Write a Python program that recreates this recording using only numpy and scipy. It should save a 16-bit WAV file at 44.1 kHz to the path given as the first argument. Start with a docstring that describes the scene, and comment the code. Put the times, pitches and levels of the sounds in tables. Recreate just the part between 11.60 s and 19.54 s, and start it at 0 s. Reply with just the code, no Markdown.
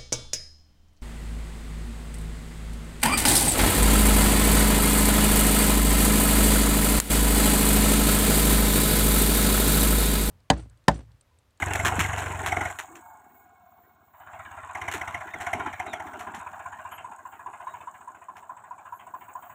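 """Dry field: a three-cylinder diesel tractor drags its plough through a felled tree.
It pulls hard, eases off and slows, then labours: exhaust and intake are pulses timed by a firing table.
Block, bonnet and gears are noise shaped by the firings or narrow bands that follow engine speed.
Wood cracks and tin rattles in decaying noise bursts; low knocks and squeaks are gliding tones.
Dry soil and twigs crunch in treble noise and random ticks that follow the load."""
import sys
import numpy as np
from scipy import signal
from scipy.fft import rfft, irfft, next_fast_len
from scipy.io import wavfile
from scipy.ndimage import uniform_filter1d

SR = 44100
rng = np.random.default_rng(int(sys.argv[2]) if len(sys.argv) > 2 else 0)


def wav_out(sig):
    """Save sig, one row per channel (or a flat mono array), as 16-bit PCM at SR to the path in sys.argv[1]."""
    wavfile.write(sys.argv[1], SR, np.round(np.clip(np.atleast_2d(sig).T, -1, 1) * 32767).astype(np.int16))


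N = 350154
T = np.arange(N) / SR  # [s]

# Crankshaft: (time [s], firings so far)
CRANK = [(-.017, 2), (.62, 17), (.926, 24), (1.548, 38), (1.947, 46), (2.41, 54), (2.735, 59), (3.154, 66),
         (4.065, 80), (4.74, 90), (5.45, 101), (6.075, 110), (6.481, 116), (6.9, 122), (7.973, 137)]
# Engine load: (time [s], load relative to full [dB])
LOAD = [(0, 1), (.45, 2.5), (.69, -2), (.93, -1), (1.07, -1), (1.11, -11), (1.2, -24), (1.7, -41.5),
        (2.525, -42), (2.545, -27.5), (2.72, -14.5), (3.13, -12.5), (3.18, -6), (3.55, -5.5), (3.67, -13),
        (3.9, -4), (4.15, -9), (5.42, -15.5), (5.56, -23.5), (6.12, -13.5), (6.45, -25), (7.94, -19.5)]
FULL_RATE_HZ = 23  # firings per second at full revs
# Lugging sets in between these times
LUG_FROM_S, LUG_FULL_S = 4.5, 7.17
# Plough draws nearer: exhaust puffs and ground noise gain level between these times
NEAR_FROM_S, NEAR_UNTIL_S, NEARER_DB = 4.65, 5.67, 6.5

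# Air over the open field: (frequency [Hz], density [dB per Hz])
AIR_SPECTRUM = [(150, 3.5), (230, 5), (500, -11.5), (3600, -12.5), (7000, -21), (9300, -32)]
AIR_DB = -76

# Crunching soil and twigs: (frequency [Hz], density [dB per Hz])
CRUNCH_SPECTRUM = [(5600, -31.5), (6700, 4.5), (8400, 3.5), (9370, -21.5), (10200, -7.5), (15500, -23.5)]
# Sizzle at the very top: (time [s], level [dB])
SIZZLE = [(1.5, -70), (7.5, -72.5), (7.57, -59.5)]
# Level at full load and full revs, dB per dB of load, run-on after a load drop
CRUNCH_DB, CRUNCH_SLOPE, CRUNCH_RUN_ON_S = -49, 0.64, 0.17

# Plough scraping soil and roots: (time [s], level [dB])
SCRAPING = [(.72, -50), (.88, -39.5), (1.13, -64), (2.6, -76.5), (3.2, -67), (3.48, -60), (3.88, -54),
            (3.97, -40), (4.16, -63), (4.28, -50.5), (4.7, -52.5), (5.2, -68)]
# Scrape growl: (frequency [Hz], density [dB per Hz])
SCRAPE_SPECTRUM = [(150, -5.5), (220, 0.5), (400, -0.5), (500, -11)]

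# Branch squeaks and thin high peeps, perhaps of birds:
# (time [s], length [s], level [dB], start [Hz], end [Hz])
SQUEAKS = [(3.701, 0.12, -58, 3760, 2850), (3.992, .15, -56, 3170, 2730), (4.26, 0.13, -50.5, 3910, 2950),
           (5.308, 0.073, -52.5, 11600, 11650), (6.058, 0.09, -64, 3810, 3800),
           (7.322, .07, -60, 11700, 11650)]
# Groans of the dragged trunk: (time [s], length [s], level [dB], pitch [Hz])
GROANS = [(1.273, 0.14, -49.5, 338)]
SQUEAK_FLUTTER_HZ, SQUEAK_BEND = 40, 1.7  # rms pitch flutter; glide exponent of time

# Low knocks, some of them thumps of hard firings: (time [s], level [dB], settling pitch [Hz])
KNOCKS = [(.251, -28, 350), (0.382, -19, 163.5), (0.967, -27, 284), (1.008, -31, 276), (3.342, -30, 310),
          (3.749, -37, 270), (3.946, -30, 240), (3.989, -34, 270)]
# Cracking wood: (time [s], level [dB], decay time [s])
CRACKS = [(.135, -16, .0035), (0.156, -20, 0.0063), (.249, -19, 0.013), (0.263, -21, 0.019),
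          (0.393, -21, 0.011), (0.403, -23.5, 0.025), (0.579, -33, 0.043), (0.861, -25, 0.024),
          (1.188, -32, 0.022), (1.353, -45, 0.02), (3.314, -31.5, 0.017), (3.337, -31, 0.025),
          (3.806, -35.5, 0.029), (4.593, -41, 0.034), (4.746, -39.5, 0.028), (6.768, -45.5, 0.017)]
# Torn wood: (frequency [Hz], density [dB per Hz])
WOOD_SPECTRUM = [(200, -25.5), (385, -6.5), (525, -19.5), (677, -4.5), (1680, 1), (3180, -8), (4750, -19),
                 (7220, -9.5), (9310, -19.5), (15500, -25.5)]

# Loose tin sheet: (time [s], level before the swell [dB])
RATTLES = [(5.311, -42), (5.376, -40), (5.715, -52), (7.39, -43.5), (7.604, -49), (7.82, -52)]

# Timing-gear whine: (time [s], level [dB])
WHINE = [(1.38, -60), (1.52, -52.5), (1.72, -65.5), (2.1, -57.5), (2.25, -73)]
GEAR_TEETH, GEAR_WIDTH_HZ = 41, 110  # tooth contacts per firing; width of the whine

# Engine block clatter: (frequency [Hz], density [dB per Hz])
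BLOCK_SPECTRUM = [(540, -36.5), (620, -3), (720, 3), (926, -0.5), (1020, 2), (1250, -7.5), (1410, -3.5),
                  (1640, -8), (1950, -31)]
# Ringing panels: (frequency [Hz], width per filter pass [Hz], relative level [dB])
PANELS = [(718, 70, 0), (1050, 100, -9), (1448, 42, -10), (1636, 26, -14), (2200, 44, -14.5)]
# Level at full load, dB per dB of load, run-on after a load drop
CLATTER_DB, CLATTER_SLOPE, CLATTER_RUN_ON_S = -34.5, 0.7, 0.041

# Thin bonnet steel: (frequency [Hz], width [Hz], relative level [dB])
BONNET_MODES = [(1666, 19, 3.5), (2476, 32, -6), (2790, 15, -10), (3050, 21, -14), (3556, 38, -13.5)]
BONNET_DB, BONNET_SLOPE = -54, 0.88  # reference at full load; dB per dB of load

# Gas rasp: (frequency [Hz], density [dB per Hz])
RASP_SPECTRUM = [(1400, 4), (1900, 4.5), (2100, -1.5), (2480, -1), (3050, -9), (3350, -19), (3700, -12.5),
                 (4400, -38)]
# Rasp of each cylinder when fully lugging: (level [dB])
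CYLINDERS_DB = [4, 1, -3]
RASP_DB, RASP_SLOPE = -40, 0.98  # level at full load; dB per dB of load

# Air gulp of each cylinder at the usual lugging load: (level [dB])
GULPS_DB = [-39.5, -37, -26.5]
# Spread between gulps, dB per dB of load, usual lugging load
GULP_SPREAD_DB, GULP_SLOPE, LUG_LOAD_DB = -0.15, 0.55, -19.5

# Hardest firings: (time [s], bark [dB], whistle [dB])
BLASTS = [(.021, -22.5, -20), (.192, -24, -31), (.444, -36, -24), (.529, -29, -29.5), (.919, -21, -20),
          (.964, -24.5, -31), (1.007, -22, -35), (1.052, -26, -41), (3.148, -29.5, -34),
          (3.213, -28.5, -30.5), (3.279, -24, -27.5), (3.411, -27.5, -27), (3.543, -28, -25.5),
          (3.737, -33.5, -28), (3.864, -25, -28.5), (4.330, -25, -32)]
# Exhaust bark: (frequency [Hz], density [dB per Hz])
BARK_SPECTRUM = [(130, -18), (334, -4.5), (520, -21.5), (710, 14), (1100, -12), (1900, 0.5), (2150, 8.5),
                 (2660, -18), (3050, -8.5), (4700, -38), (5740, -13.5), (13000, -30)]
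# Ordinary barks: level at full load and revs, dB per dB of load, load threshold
BARK_DB, BARK_SLOPE, BARK_FROM_DB = -34, 1, -11.5
# Whistle against bark, spread between firings, dB per dB of slowing
WHISTLE_DB, BARK_SPREAD_DB, BARK_PER_SLOWING = -8.5, 3.5, 2.25

# Exhaust puff: (frequency [Hz], density [dB per Hz])
PUFF_SPECTRUM = [(100, 3), (177, -9.5), (370, -5.5), (530, -9.5), (700, -11)]
# Boom reference at full load and revs, dB per dB of load, dB per dB of speed, floor
BOOM_DB, BOOM_SLOPE, BOOM_PER_SPEED, IDLE_BOOM_DB = -37, 1.204, 1.47, -72.5
PUFF_DB, PUFF_SLOPE = -42.5, 1  # puff reference; dB per dB of exhaust push

# Microphone dip; recorder band limit
DIP_HZ, DIP_WIDTH_HZ, EDGE_HZ = 4790, 770, 15650


def amp(db):
    """Amplitude factor of a level in dB."""
    return 10 ** (np.asarray(db) / 20)


def unit(x):
    """Scale to rms 1."""
    return x / np.sqrt(np.mean(x ** 2) + 1e-20)


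def curve(rows, column=1):
    """Table column interpolated over the scene."""
    rows = np.asarray(rows)
    return np.interp(T, rows[:, 0], rows[:, column])


def add(mix, s, sound):
    """Add a sound in place from time s, cut at the end."""
    part = mix[max(round(s * SR), 0):][:len(sound)]
    part += sound[:len(part)]


def colour(x, points):
    """Minimum-phase filter with the given spectrum; white noise keeps its power."""
    hz, db = np.transpose(points)
    f = abs(np.fft.fftfreq(4096, 1 / SR)) + 1
    octaves_outside = np.maximum(np.log2(hz[0] / f), 0) + np.maximum(np.log2(f / hz[-1]), 0)
    gain_db = np.interp(np.log(f), np.log(hz), db) - 60 * octaves_outside
    log_gain = np.log(amp(np.maximum(gain_db, -90)))
    taps = np.fft.ifft(np.exp(np.conj(signal.hilbert(log_gain)))).real
    return signal.oaconvolve(x, taps / np.linalg.norm(taps))[:N]


def resonate(x, hz, width_hz):
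    """One resonance with peak gain 1."""
    return signal.lfilter(*signal.iirpeak(hz, hz / width_hz, fs=SR), x)


def wander(rate_hz):
    """Smooth random signal of rms 1: noise under a Gaussian low-pass."""
    size = next_fast_len(N, True)
    lowpass = np.exp(-(np.fft.rfftfreq(size, 1 / SR) / rate_hz) ** 2)
    return unit(irfft(rfft(rng.standard_normal(size)) * lowpass, size)[:N])


def grit(clump_db, rate_hz):
    """Noise whose level wanders, so that it clumps; rms 1."""
    return unit(rng.standard_normal(N) * amp(clump_db * wander(rate_hz)))


def mottle(x, depth_db):
    """Random gain drifts in narrow patches of time and frequency; rms 1."""
    _, _, z = signal.stft(x, nperseg=1024, noverlap=768)
    patches = rng.standard_normal(z.shape)
    for _ in range(2):
        patches = uniform_filter1d(patches, size=4, axis=0)
        patches = uniform_filter1d(patches, size=8, axis=1)
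    shaded = z * amp(depth_db * unit(patches))
    return unit(signal.istft(shaded, nperseg=1024, noverlap=768)[1][:N])


def strokes(lead_s):
    """Current firing number, its age [s], and its phase (0 to 1) towards the next."""
    turns = np.interp(T + lead_s, *np.transpose(CRANK))
    phase = turns % 1
    age_s = phase / np.maximum(np.gradient(turns) * SR, 1)
    return turns.astype(int), age_s, phase


def beat(lead_s, rise_s, duty, between):
    """Envelope that rises at each firing, fades over a share of its cycle and keeps a floor; rms 1."""
    number, age_s, phase = strokes(lead_s)
    size = amp(1.5 * rng.standard_normal(256))[number]
    onset = 1 - np.exp(-(age_s / rise_s) ** 2)
    fade = np.exp(-(phase / duty) ** 1.5)
    return unit(size * onset * fade + between)


def firings(lead_s):
    """Every whole firing: (number, start [s])."""
    s, count = np.transpose(CRANK)
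    numbers = np.arange(int(count[0]) + 1, int(count[-1]))
    return list(zip(numbers, np.interp(numbers, count, s) - lead_s))


def lugging():
    """0 while the engine runs freely, rising to 1 as it labours at low revs."""
    return np.clip((T - LUG_FROM_S) / (LUG_FULL_S - LUG_FROM_S), 0, 1)


def roar():
    """Engine-noise floor between strokes; it thins with lugging."""
    return .5 - .3 * lugging()


def speed_db():
    """Smoothed firing rate relative to full revs [dB]."""
    rate_hz = np.gradient(curve(CRANK)) * SR
    return 20 * np.log10(uniform_filter1d(rate_hz, size=SR // 4) / FULL_RATE_HZ)


def run_on(seconds):
    """Load [dB] felt by moving parts: rises at once, falls with a lag."""
    load_db, keep = curve(LOAD), np.exp(-1 / (seconds * SR))
    return np.maximum(load_db, signal.lfilter([1 - keep], [1, -keep], load_db))


def nearness():
    """Gain of puffs and ground noise as the plough draws nearer."""
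    return amp(NEARER_DB * np.clip((T - NEAR_FROM_S) / (NEAR_UNTIL_S - NEAR_FROM_S), 0, 1))


def air():
    """Steady faint wash of coloured noise."""
    return amp(AIR_DB) * colour(rng.standard_normal(N), AIR_SPECTRUM)


def ground(snaps_per_s=60, per_speed=2.8, splinters_db=-45, splinters_slope=1.56):
    """Soil crunches, twigs tick and wood splinters with load; firing-timed hiss and a top sizzle join."""
    drag_db = run_on(CRUNCH_RUN_ON_S)
    hiss = grit(2.54, 150) * beat(lead_s=0.0085, rise_s=0.0032, duty=0.17, between=0.56)
    hiss = mottle(colour(hiss, CRUNCH_SPECTRUM), 3.5)
    tick_size = amp(6 * np.minimum(rng.exponential(1, N), 3.5))
    ticks = (rng.random(N) < snaps_per_s / SR) * tick_size
    tick_decay = signal.lfilter([1], [1, -np.exp(-1 / (0.0023 * SR))], ticks)
    twigs = unit(tick_decay * rng.standard_normal(N))
    crunch = hiss + amp(-5.5) * colour(twigs, CRUNCH_SPECTRUM)
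    crunch *= amp(CRUNCH_DB + CRUNCH_SLOPE * drag_db + per_speed * speed_db())
    # steep slope: splinters count only under heavy load
    splinters = amp(splinters_db + splinters_slope * drag_db) * colour(grit(5, 300), WOOD_SPECTRUM)
    sizzle = unit(resonate(resonate(grit(4, 6), 15000, 900), 15000, 900))
    return nearness() * crunch + splinters + amp(curve(SIZZLE)) * sizzle


def scrape():
    """The plough share judders through soil and roots: lumpy low noise."""
    growl = mottle(colour(grit(4, 90), SCRAPE_SPECTRUM), 4.2)
    return amp(curve(SCRAPING)) * growl


def gliding_tone(length_s, start_hz, end_hz):
    """Tone with an accelerating glide, fluttering pitch and stuttering level, as in stick-slip."""
    count = int(length_s * SR)
    flutter = unit(uniform_filter1d(rng.standard_normal(SR // 4), size=90))[:count]
    stutter = unit(uniform_filter1d(rng.standard_normal(SR // 4), size=90))[:count]
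    glide = np.linspace(0, 1, count) ** SQUEAK_BEND
    hz = start_hz + (end_hz - start_hz) * glide + SQUEAK_FLUTTER_HZ * flutter
    tone = np.sin(2 * np.pi * np.cumsum(hz) / SR)
    return signal.windows.tukey(count) * unit(amp(2 * stutter)) * tone


def squeaks():
    """Stick-slip squeaks of branches; thin high peeps, perhaps of birds; the trunk groans."""
    out = np.zeros(N)
    for s, length_s, db, start_hz, end_hz in SQUEAKS:
        add(out, s, amp(db) * gliding_tone(length_s, start_hz, end_hz))
    for s, length_s, db, hz in GROANS:
        add(out, s, amp(db) * gliding_tone(length_s, hz, hz))
    return out


def knocks(rise_s=0.0027, decay_s=0.017):
    """Low knocks, some of them thumps of hard firings: damped thuds that drop in pitch."""
    t, out = T[:SR // 8], np.zeros(N)
    swell = (1 - np.exp(-t / rise_s)) * np.exp(-t / decay_s)
    for s, db, hz in KNOCKS:
        waver = unit(uniform_filter1d(rng.standard_normal(len(t)), size=120))
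        pitch_hz = hz * (1 + np.exp(-t / .005) + .3 * waver)
        add(out, s, amp(db) * swell * np.sin(2 * np.pi * np.cumsum(pitch_hz) / SR))
    return out


def cracks():
    """Dry wood snaps: decaying bursts of clumped noise from tearing fibres."""
    t, force = T[:SR // 6], np.zeros(N)
    for s, db, decay_s in CRACKS:
        add(force, s, amp(db) * np.exp(-t / decay_s))
    return colour(force * grit(3.2, 500), WOOD_SPECTRUM)


def rattles(lash_db=-53, rise_s=0.01, decay_s=0.021, low_hz=2050, high_hz=3150):
    """Slack parts chatter between strokes when lugging; a loose tin sheet rattles in noise bursts."""
    _, _, phase = strokes(lead_s=0)
    lash = mottle(colour(grit(4, 70), BLOCK_SPECTRUM), 4) * np.sin(np.pi * phase) ** 2
    t, force = T[:SR // 6], np.zeros(N)
    for s, db in RATTLES:
        add(force, s, amp(db) * (1 - np.exp(-t / rise_s)) * np.exp(-t / decay_s))
    band = signal.butter(7, [low_hz, high_hz], "band", fs=SR, output="sos")
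    tin = mottle(signal.sosfilt(band, rng.standard_normal(N)), 4)
    return amp(lash_db) * np.sqrt(lugging()) * lash + force * tin


def gears():
    """Tooth contacts whine in a narrow noise band that sinks with the revs."""
    hz = GEAR_TEETH * FULL_RATE_HZ * amp(speed_db())
    angle = 2 * np.pi * np.cumsum(hz) / SR
    in_phase = wander(GEAR_WIDTH_HZ / 2) * np.cos(angle)
    quadrature = wander(GEAR_WIDTH_HZ / 2) * np.sin(angle)
    return amp(curve(WHINE)) * (in_phase + quadrature)


def block(panels_db=-54, panels_per_speed=3.9, panels_steady=0.87):
    """Combustion and valve gear rattle the block with load; panels ring with speed, even off load."""
    blows = grit(1.5, 200) * beat(lead_s=.008, rise_s=.005, duty=.55, between=roar())
    clatter = mottle(colour(blows, BLOCK_SPECTRUM), 3.2)
    clatter *= amp(CLATTER_DB + CLATTER_SLOPE * run_on(CLATTER_RUN_ON_S))
    shake = blows + panels_steady * rng.standard_normal(N)
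    ring = np.zeros(N)
    for hz, width_hz, db in PANELS:
        ring += amp(db) * unit(resonate(resonate(shake, hz, width_hz), hz, width_hz))
    return clatter + amp(panels_db + panels_per_speed * speed_db()) * ring


def bonnet(cylinder, slack_db=-27):
    """Strokes strike thin steel; its modes ring in random shares and fade faster below slack_db of load."""
    load_db = curve(LOAD)
    number, _, _ = strokes(lead_s=.007)
    blows = rng.standard_normal(N) * beat(lead_s=.007, rise_s=.002, duty=.18, between=.02)
    blows *= cylinder * amp(BONNET_DB + BONNET_SLOPE * load_db + np.minimum(load_db - slack_db, 0))
    out = np.zeros(N)
    for hz, width_hz, db in BONNET_MODES:
        share = amp(db + 4 * rng.standard_normal(256))[number]
        mode = resonate(resonate(share * blows, hz, width_hz), hz, 10 * width_hz)
        out += np.sqrt(SR / np.pi / width_hz) * mode  # offsets the power lost in a narrow band
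    return out


def rasp(idle_db=-82, dull_hz=3500):
    """Firing gas rasps and the bonnet rings; lugging dulls the gas and makes the cylinders unequal."""
    number, _, _ = strokes(lead_s=.008)
    lug = lugging()
    cylinder = amp(lug * np.take(CYLINDERS_DB, number, mode="wrap"))
    floor = roar() * (1 - lug / 2) / 2
    blows = grit(1.5, 200) * beat(lead_s=.008, rise_s=.006, duty=.5, between=floor)
    gas = mottle(colour(blows, RASP_SPECTRUM), 4.5)
    dull = signal.sosfiltfilt(signal.butter(8, dull_hz, fs=SR, output="sos"), gas)
    gas += np.sqrt(lug) * (dull - gas)
    level = np.hypot(amp(RASP_DB + RASP_SLOPE * curve(LOAD)), amp(idle_db))
    return level * cylinder * gas + bonnet(cylinder)


def honks(pitch_hz=995, echo_hz=1060, echo_delay_s=0.0111, echo=0.56, width_s=0.0069, onset_s=0.0011):
    """Lugging gulps sound the intake pipe; three ever weaker echoes follow as the pitch rises."""
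    t = T[:SR // 14]
    partials = [(1, -2), (1.4, -25.5), (1.67, -26.5)]  # (pitch multiple, level [dB])
    out, strength = np.zeros(N), lugging() ** 0.38
    for number, s in firings(lead_s=.0068):
        chance = rng.standard_normal(len(t))
        hz = np.interp(t, [echo_delay_s, 2 * echo_delay_s], [pitch_hz, echo_hz])
        turns = np.cumsum(hz + 35 * unit(uniform_filter1d(chance, size=150))) / SR
        tone = sum(amp(db) * np.sin(2 * np.pi * k * turns) for k, db in partials)
        delay_s = echo_delay_s * amp(0.55 * chance[0])
        swell = np.zeros(len(t))
        for k in range(4):
            spread_s = width_s * (.6 if k else 1)
            swell += echo ** k * np.exp(-((t - .006 - k * delay_s) / spread_s) ** 2)
        swell *= 1 - np.exp(-(t / onset_s) ** 2)
        effort_db = GULP_SLOPE * (np.interp(s, *np.transpose(LOAD)) - LUG_LOAD_DB)
        size = amp(GULPS_DB[number % len(GULPS_DB)] + effort_db + GULP_SPREAD_DB * chance[1])
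        add(out, s, strength[round(s * SR)] * size * swell * tone)
    return out


def ordinary_barks():
    """Firings above the load threshold and clear of a blast: (time [s], bark [dB], whistle [dB])."""
    rows, load_db, speed = [], curve(LOAD), speed_db()
    for _, s in firings(lead_s=0.0056):
        at = round(s * SR)
        db = BARK_DB + BARK_SLOPE * load_db[at] - BARK_PER_SLOWING * speed[at]
        db += BARK_SPREAD_DB * rng.standard_normal()
        clear = all(abs(s - blast[0]) > .02 for blast in BLASTS)
        if load_db[at] > BARK_FROM_DB and clear:
            rows.append((s, db, db + WHISTLE_DB))
    return rows


def barks(whistle_hz=2350, fall_hz=520, glide_s=0.0078):
    """Hard firings blast from the stack: a noise burst with a short falling whistle."""
    t = T[:SR // 12]
    swell = np.exp(-((t - .0062) / .005) ** 2)
    blast = .66 * swell + .38 * (1 - np.exp(-t / .008)) * np.exp(-t / .022)
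    gas, whistle = np.zeros(N), np.zeros(N)
    for s, bark_db, whistle_db in BLASTS + ordinary_barks():
        add(gas, s, amp(bark_db) * blast)
        waver = unit(uniform_filter1d(rng.standard_normal(len(t)), size=60))
        hz = whistle_hz - fall_hz * (1 - np.exp(-t / glide_s)) + 50 * waver
        add(whistle, s, amp(whistle_db) * swell * np.sin(2 * np.pi * np.cumsum(hz) / SR))
    return colour(gas * rng.standard_normal(N), BARK_SPECTRUM) + whistle


def exhaust():
    """Each firing rings the silencer and puffs gas; both grow with load and speed."""
    number, _, _ = strokes(lead_s=0.0035)
    pulses = np.diff(number, prepend=number[0]) * amp(1.5 * wander(20))
    t = T[:SR // 4]
    modes = [(88.3, 8.0, 0.011), (129.0, -7, 0.0098)]  # (frequency [Hz], level [dB], decay time [s])
    ring = sum(amp(db) * np.sin(2 * np.pi * hz * t) * np.exp(-t / decay_s) for hz, db, decay_s in modes)
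    ring *= 1 - np.exp(-t / 0.011)
    ring = signal.sosfilt(signal.butter(1, 45, "high", fs=SR, output="sos"), ring)
    boom = unit(signal.oaconvolve(pulses, ring)[:N])
    puff = rng.standard_normal(N) * beat(lead_s=0.011, rise_s=0.013, duty=0.78, between=0.57)
    puff = mottle(colour(puff, PUFF_SPECTRUM), 4)
    push_db = BOOM_SLOPE * curve(LOAD) + BOOM_PER_SPEED * speed_db() - 5.0 * lugging() ** .5
    push = np.hypot(amp(push_db), amp(IDLE_BOOM_DB - BOOM_DB))
    return amp(BOOM_DB) * push * boom + amp(PUFF_DB) * push ** PUFF_SLOPE * nearness() * puff


def scene():
    """All layers summed to one channel."""
    surroundings = air() + ground() + scrape()
    single_events = squeaks() + knocks() + cracks()
    engine = rattles() + gears() + block() + rasp() + honks() + barks() + exhaust()
    return (surroundings + single_events + engine)[None]


def record(dry):
    """Microphone notch in the treble, then the recorder's low-pass."""
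    heard = dry - resonate(dry, DIP_HZ, DIP_WIDTH_HZ)
    lowpass = signal.firwin(511, EDGE_HZ, window=("kaiser", 9), fs=SR)
    return signal.oaconvolve(heard, lowpass[None], "same")


dry = scene()
out = record(dry)
wav_out(out)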